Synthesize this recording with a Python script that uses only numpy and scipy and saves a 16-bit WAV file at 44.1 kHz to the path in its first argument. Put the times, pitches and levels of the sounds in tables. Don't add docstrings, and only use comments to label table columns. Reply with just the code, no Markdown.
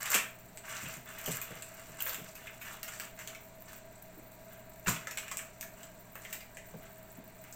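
import sys
import numpy as np
from scipy import signal
from scipy.fft import rfft, irfft
from scipy.io import wavfile

SR = 44100
rng = np.random.default_rng(int(sys.argv[2]) if len(sys.argv) > 2 else 0)


def generate_wav(sig):
    pcm = np.round(np.clip(np.atleast_2d(sig).T, -1, 1) * 32767).astype(np.int16)
    wavfile.write(sys.argv[1], SR, pcm)


N = 332955
TIME = np.arange(N) / SR

# time in seconds, relative crack level in dB, crack pitch in Hz,
# relative knock level in dB, knock pitch in Hz, crumbling time in seconds.
FOOD_BREAKS = [(0.058, -40.5, 8060, -39.5, 2460, .003), (0.103, -35.5, 13600, -47, 1320, .0015),
               (0.1308, -37.5, 7700, -39, 1600, .0066), (0.144, -29.5, 8300, -26.5, 2440, 0.0041),
               (0.1486, -27.5, 6800, -51, 2280, .0001), (0.155, -48, 7000, -32, 1520, 0.0011),
               (0.5734, -48.5, 8050, -54.5, 2330, .0004), (0.768, -47, 6960, -54, 1520, .0004),
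               (0.859, -58, 13500, -45.5, 2740, .0006), (1.185, -47, 14400, -49, 2000, .008),
               (1.261, -40, 13900, -43.5, 3170, 0.0008), (1.3183, -38, 8700, -51, 2350, 0.00019),
               (1.416, -42.5, 13800, -48.5, 2490, 0.00037), (1.6231, -45, 7700, -52, 2330, 0.00034),
               (1.796, -57, 8550, -61, 1760, 0.00046), (2.005, -41, 13600, -42.5, 2950, 0.0022),
               (2.065, -47, 14200, -40.5, 1490, 0.002), (2.0944, -39, 14100, -52, 2630, .0004),
               (2.145, -42.5, 14500, -42.5, 3400, 0.00057), (2.354, -49.5, 13200, -53, 2450, 0.0042),
               (2.4711, -62, 5530, -46, 2530, .0012), (2.616, -48.5, 14200, -45.5, 2810, 0.015),
               (2.831, -39.5, 15500, -46, 2230, 0.0015), (2.880, -46.5, 7260, -45, 1790, 0.0082),
               (2.999, -41, 14700, -45.5, 2000, 0.00098), (3.191, -52, 6470, -50, 1770, .0007),
               (3.2749, -43.5, 6430, -46.5, 2760, 0.00046), (3.349, -53, 5830, -50.5, 2300, .0018),
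               (4.862, -55, 7500, -42.5, 1690, 0.0027), (4.872, -42.5, 7000, -36.5, 1520, 0.0073),
               (4.8821, -34, 6900, -34.5, 950, .0035), (4.960, -57, 7200, -42, 2720, .0028),
               (5.0716, -46.5, 7700, -41.5, 1560, 0.0011), (5.111, -44.5, 6400, -47, 2320, 0.0039),
               (5.1734, -40, 7700, -39.5, 2460, 0.0013), (5.184, -44.5, 7800, -43.5, 2410, 0.00091),
               (5.281, -51, 7700, -48.5, 2600, 0.0011), (5.315, -42, 7500, -42.5, 1290, .006),
               (5.371, -38, 8300, -51, 2470, 0.00012), (5.392, -60, 7500, -46.5, 2300, 0.0027),
               (5.6106, -42, 7940, -53.5, 2500, 0.00034), (5.628, -48, 14300, -49.5, 1630, 0.0018),
               (5.832, -52.5, 7800, -55.5, 3180, .004), (6.155, -51, 14500, -48, 1440, 0.0013),
               (6.2509, -56, 15000, -48, 2130, .0015), (6.328, -39, 14600, -45, 2250, 0.0049),
               (6.407, -54, 4380, -52.5, 2100, 0.0066), (6.571, -52, 6600, -49.5, 2110, 0.00047),
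               (7.526, -51, 7450, -68, 1500, 0.00024)]
# frequency in Hz, relative level in dB.
BRIGHT_MIC_TONE = [(2500, -10), (3600, 0), (5000, -0.5), (6600, 2), (7600, 6.5), (8400, 1), (9300, -5),
                   (11000, -6.5), (12600, -2), (14200, 9), (16000, -10)]
# frequency in Hz, relative level in dB.
KNOCK_TONE = [(250, -25.5), (500, -2.5), (900, -2.5), (1500, 0.5), (2500, 0), (3200, -4.5), (3900, -10.5),
              (6000, -29.5)]
# start in seconds, length in seconds,
# relative knock level in dB, extra level for the bright grit in dB.
FOOT_SHOVES = [(0.0, 0.12, -43, -0.5), (0.11, 0.041, -33.5, -4.5), (0.633, 0.056, -50, -4),
               (0.675, .08, -45, -2.5), (0.764, .18, -49.5, 0), (1.055, 0.26, -51.5, -4),
               (1.237, 0.14, -48.5, 2.5), (1.415, 0.17, -52, -3), (1.658, 0.54, -58.5, 0.5),
               (1.978, .04, -49, -1), (2.069, 0.075, -46.5, -2.5), (2.239, 0.034, -57.5, 5.5),
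               (2.373, 0.16, -56, -3), (2.643, 0.094, -48.5, -3), (2.913, .04, -53, 3.5),
               (3, 0.029, -49, -2), (3.171, 0.044, -51.5, -0.5), (3.277, .04, -55, -7),
               (3.673, 0.057, -54, -0.5), (4.5, 0.032, -57.5, -7), (4.862, 0.034, -40, 4),
               (4.97, 0.072, -55, -17), (5.22, .04, -52.5, -8), (5.388, 0.056, -55.5, -4),
               (5.763, 0.069, -60, -3), (6.204, 0.15, -61.5, 4.5), (6.813, 0.049, -61, -6),
               (7.43, 0.025, -58, -2)]
# start in seconds, relative level in dB, pitch in Hz,
# level of the hollow overtone compared with the boom in dB.
TANK_BUMPS = [(0.145, -40, 190, 0), (0.828, -41, 142, -35), (0.958, -47.5, 145, -10),
              (1.275, -34.5, 140, -2.5), (1.505, -45.5, 150, -0.5), (1.892, -51, 145, -4),
              (2.181, -45, 146, -6), (4.17, -49.5, 308, -8), (4.871, -28.5, 139, -19),
              (6.737, -42.5, 152, -4), (7.18, -46.5, 218, -8)]
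# start in seconds, relative level in dB.
WET_POPS = [(0.886, -49), (1.358, -45), (1.743, -56), (2.0228, -33), (2.056, -39), (2.071, -39),
            (2.078, -42), (3.482, -63), (3.607, -56), (3.622, -51), (4.024, -50.5), (4.797, -55),
            (7.03, -61), (7.118, -56)]
# middle pitch in Hz, pops per second, relative level in dB.
WET_TICKS = [(14600, 85, -47), (7720, 49, -53.5)]
# multiple of the mains frequency, average (rms) level in dB.
PUMP_TONES = [(1, -81), (2, -64), (3, -68), (4, -74), (5, -78.5), (13, -79), (15, -80.5), (16, -72)]
# pitch in Hz, half the filter width in Hz, rms level in dB.
HOUSING_RINGS = [(645.2, 27.6, -58.5), (400.7, 13, -72), (1595, 16, -74.5)]
# frequency in Hz, relative level in dB.
HISS_TONE = [(20, 2.5), (36, 1), (80, -6.5), (130, -5.5), (200, -2.5), (320, -10), (500, -11.5),
             (800, -11.5), (1200, -15), (2400, -16), (3100, -28), (4200, -22), (5100, -36), (6400, -46),
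             (7700, -23), (9300, -44), (11000, -38), (14600, -24.5)]
# typical delay in seconds, relative level in dB.
GLASS_ECHOES = [(.0014, -39), (.0057, -8.5), (0.0109, -19)]

LEAD_S = 0.008
SHOVE_RISE_S, SETTLE_S = 0.0079, 0.039
RESTING_KNOCK_DB, RESTING_GRIT_DB = -69.5, -66
POP_HZ, POP_WIDTH_HZ = 14400, 950
MAINS_HZ, CUTOFF_HZ = 60.05, 16100


def crunches():
    cracks, knocks = np.zeros(N), np.zeros(N)
    for start_s, crack_db, crack_hz, knock_db, knock_hz, crumble_s in FOOD_BREAKS:
        split = fracture(crumble_s)
        ringing = unit_energy(resonate(split, crack_hz, width_hz=2000))
        splinters = unit_energy(resonate(split, crack_hz * 0.5, width_hz=16000))
        snap = echoes(ringing + 1.6 * splinters, room_db=1, room_s=0.28, tank_db=-6.5, tank_s=0.085)
        add(cracks, start_s - LEAD_S, from_db(crack_db + 28) * unit_energy(snap))
        push = fracture(crumble_s + 0.0015)
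        pebbles = unit_energy(resonate(push, knock_hz, width_hz=520 + 110000 * crumble_s))
        clack = echoes(pebbles + 1.1 * push, room_db=2.5, room_s=0.37, tank_db=-0.5, tank_s=0.086)
        add(knocks, start_s - LEAD_S, from_db(knock_db + 25) * unit_energy(clack))
    return cracks, knocks


def fracture(crumble_s, size=2800):
    t = TIME[:size] - LEAD_S
    tear = unit_energy(rng.standard_normal(size) * (t >= 0) * np.exp(-np.abs(t) / 0.00023))
    swell = np.exp(-np.maximum(t, -4 * t) / crumble_s)
    shower = unit_energy(clicks(per_s=6000, spread_db=3.5, size=size) * swell)
    return unit_energy(tear + crumble_s / 0.001 * shower)


def foot_shoves():
    knock_power, grit_power = from_db(RESTING_KNOCK_DB) ** 2, from_db(RESTING_GRIT_DB) ** 2
    for start_s, length_s, db, grit_db in FOOT_SHOVES:
        rise = np.clip((TIME - start_s) / SHOVE_RISE_S, 0, 1)
        settle = np.exp(-np.maximum(TIME - start_s - length_s, 0) / SETTLE_S)
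        power = (from_db(db) * rise * settle) ** 2
        knock_power += power
        grit_power += power * from_db(grit_db) ** 2
    return np.sqrt(knock_power), np.sqrt(grit_power)


def grinding(knock_gain, grit_gain):
    stones = np.zeros(N)
    for hz in np.geomspace(800, 3500, num=16):
        taps = clicks(per_s=60, spread_db=2.8)
        stones += rms_one(resonate(taps, hz, width_hz=450)) * np.sqrt(hz)
    slips = np.abs(clicks(per_s=830, spread_db=2.5))
    fading_slips = signal.lfilter([1], [1, -np.exp(-1 / (0.00016 * SR))], slips + 1e-18)
    grit = rms_one(fading_slips * rng.standard_normal(N))
    rasp = grit_gain * from_db(-3) * rms_one(grit + 2 * resonate(grit, 6260, width_hz=4900))
    knocks = knock_gain * from_db(-8.5) * (rms_one(stones) + 0.95 * grit)
    return (echoes(rasp, room_db=9, room_s=0.33, tank_db=10.5, tank_s=0.025),
            echoes(knocks, room_db=3, room_s=0.3, tank_db=1.5, tank_s=0.027))


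def chips(grit_gain):
    ticks = rms_one(resonate(clicks(per_s=45, spread_db=3.5), 11300, width_hz=8600))
    return echoes(ticks * grit_gain * from_db(-8), room_db=-8, room_s=0.18, tank_db=3.5, tank_s=0.013)


def bumps(size=12000):
    out, t = np.zeros(N), TIME[:size]
    blow = (1 - np.exp(-t / 0.00086)) * from_db(-60 * t / 0.28)
    for start_s, db, hz, hollow_db in TANK_BUMPS:
        shake = rng.standard_normal(size) * blow
        boom = unit_energy(resonate(resonate(shake, hz, width_hz=46), hz * 0.77, width_hz=290))
        hollow = unit_energy(resonate(shake, 610, width_hz=200) - resonate(shake, 427, width_hz=89))
        rocking = from_db(db + 18) * unit_energy(resonate(blow, 35, width_hz=35))
        add(out, start_s, from_db(db + 27.5) * (boom + from_db(hollow_db) * hollow + rocking))
    return out


def wet_pops():
    out = np.zeros(N)
    pop = resonate(signal.unit_impulse(400), POP_HZ, POP_WIDTH_HZ)
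    for start_s, db in WET_POPS:
        echoing_pop = echoes(pop, room_db=-1, room_s=0.25, tank_db=4, tank_s=0.02)
        add(out, start_s, from_db(db + 28) * unit_energy(echoing_pop))
    return out


def wet_ticks():
    out, t = np.zeros(N), TIME[:400]
    for middle_hz, per_s, db in WET_TICKS:
        for when, detune, loudness in rng.random((round(per_s * N / SR), 3)):
            hz = middle_hz * (1 + 0.1 * (detune - 0.5))
            ping = np.sin(2 * np.pi * hz * t) * np.exp(-t / 0.00051)
            add(out, when * N / SR, from_db(db + 12 * loudness ** 3) * ping)
    return echoes(out, room_db=-8, room_s=0.25, tank_db=24, tank_s=0.067)


def pump():
    hum, drone = np.zeros(N), np.zeros(N)
    for multiple, db in PUMP_TONES:
        cycles = multiple * MAINS_HZ * TIME + rng.random()
        hum += from_db(db) * np.sqrt(2) * np.sin(2 * np.pi * cycles)
    for hz, half_width_hz, db in HOUSING_RINGS:
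        ring = resonate(rng.standard_normal(N), hz, 2 * half_width_hz)
        drone += from_db(db) * rms_one(resonate(ring, hz, 2 * half_width_hz))
    return hum + drone


def hiss():
    return from_db(-57) * shape_tone(rng.standard_normal(N), HISS_TONE)


def echoes(x, room_db, room_s, tank_db, tank_s, size=15000):
    t = TIME[:size]
    room, tank = rng.standard_normal((2, size))
    build_up = 1 - np.exp(-t / 0.0023)
    response = from_db(room_db) * unit_energy(room * build_up * from_db(-60 * t / room_s))
    response += from_db(tank_db) * unit_energy(tank * from_db(-60 * t / tank_s))
    response[0] += 1
    for delay_s, db in GLASS_ECHOES:
        response[round(delay_s * rng.uniform(0.9, 1.1) * SR)] += from_db(db)
    return signal.fftconvolve(x, unit_energy(response))[:N]


def clicks(per_s, spread_db, size=N):
    out = np.zeros(size)
    count = max(round(per_s * size / SR), 1)
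    when, strength, sign = rng.random((count, 3)).T
    db = spread_db * np.minimum(-np.log(1 - strength), 4)
    out[(when * size).astype(int)] = np.sign(sign - 0.5) * from_db(db)
    return out


def resonate(x, hz, width_hz):
    decay = np.exp(-np.pi * width_hz / SR)
    feedback = [1, -2 * decay * np.cos(2 * np.pi * hz / SR), decay ** 2]
    return signal.lfilter(np.array([1, 0, -1]) * (1 - decay ** 2) / 2, feedback, x + 1e-18)


def shape_tone(x, tone, size=8192):
    hz, db = np.transpose(tone)
    grid_hz = np.maximum(np.fft.rfftfreq(size, 1 / SR), 1)
    log_gain = np.log(from_db(np.interp(np.log(grid_hz), np.log(hz), db)))
    fold = np.r_[1, np.full(size // 2 - 1, 2), np.zeros(size // 2)]
    response = irfft(np.exp(rfft(irfft(log_gain) * fold)))
    return signal.fftconvolve(x, unit_energy(response))[:len(x)]


def from_db(db):
    return 10 ** (np.asarray(db) / 20)


def rms_one(x):
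    return x / np.sqrt(np.mean(x ** 2) + 1e-20)


def unit_energy(x):
    return x / np.sqrt(np.sum(x ** 2) + 1e-20)


def add(track, start_s, sound):
    start = max(round(start_s * SR), 0)
    track[start:start + len(sound)] += sound[:N - start]


def scene():
    food_cracks, food_knocks = crunches()
    knock_gain, grit_gain = foot_shoves()
    gravel_rasp, gravel_knocks = grinding(knock_gain, grit_gain)
    air = hiss()
    bright = shape_tone(food_cracks + gravel_rasp + chips(grit_gain), BRIGHT_MIC_TONE)
    stony = shape_tone(food_knocks + gravel_knocks, KNOCK_TONE)
    return (bright + stony + bumps() + wet_ticks() + wet_pops() + pump() + air)[None]


def record(dry):
    return signal.sosfilt(signal.ellip(10, 0.2, 80, CUTOFF_HZ, fs=SR, output="sos"), dry)


dry = scene()
out = record(dry)
generate_wav(out)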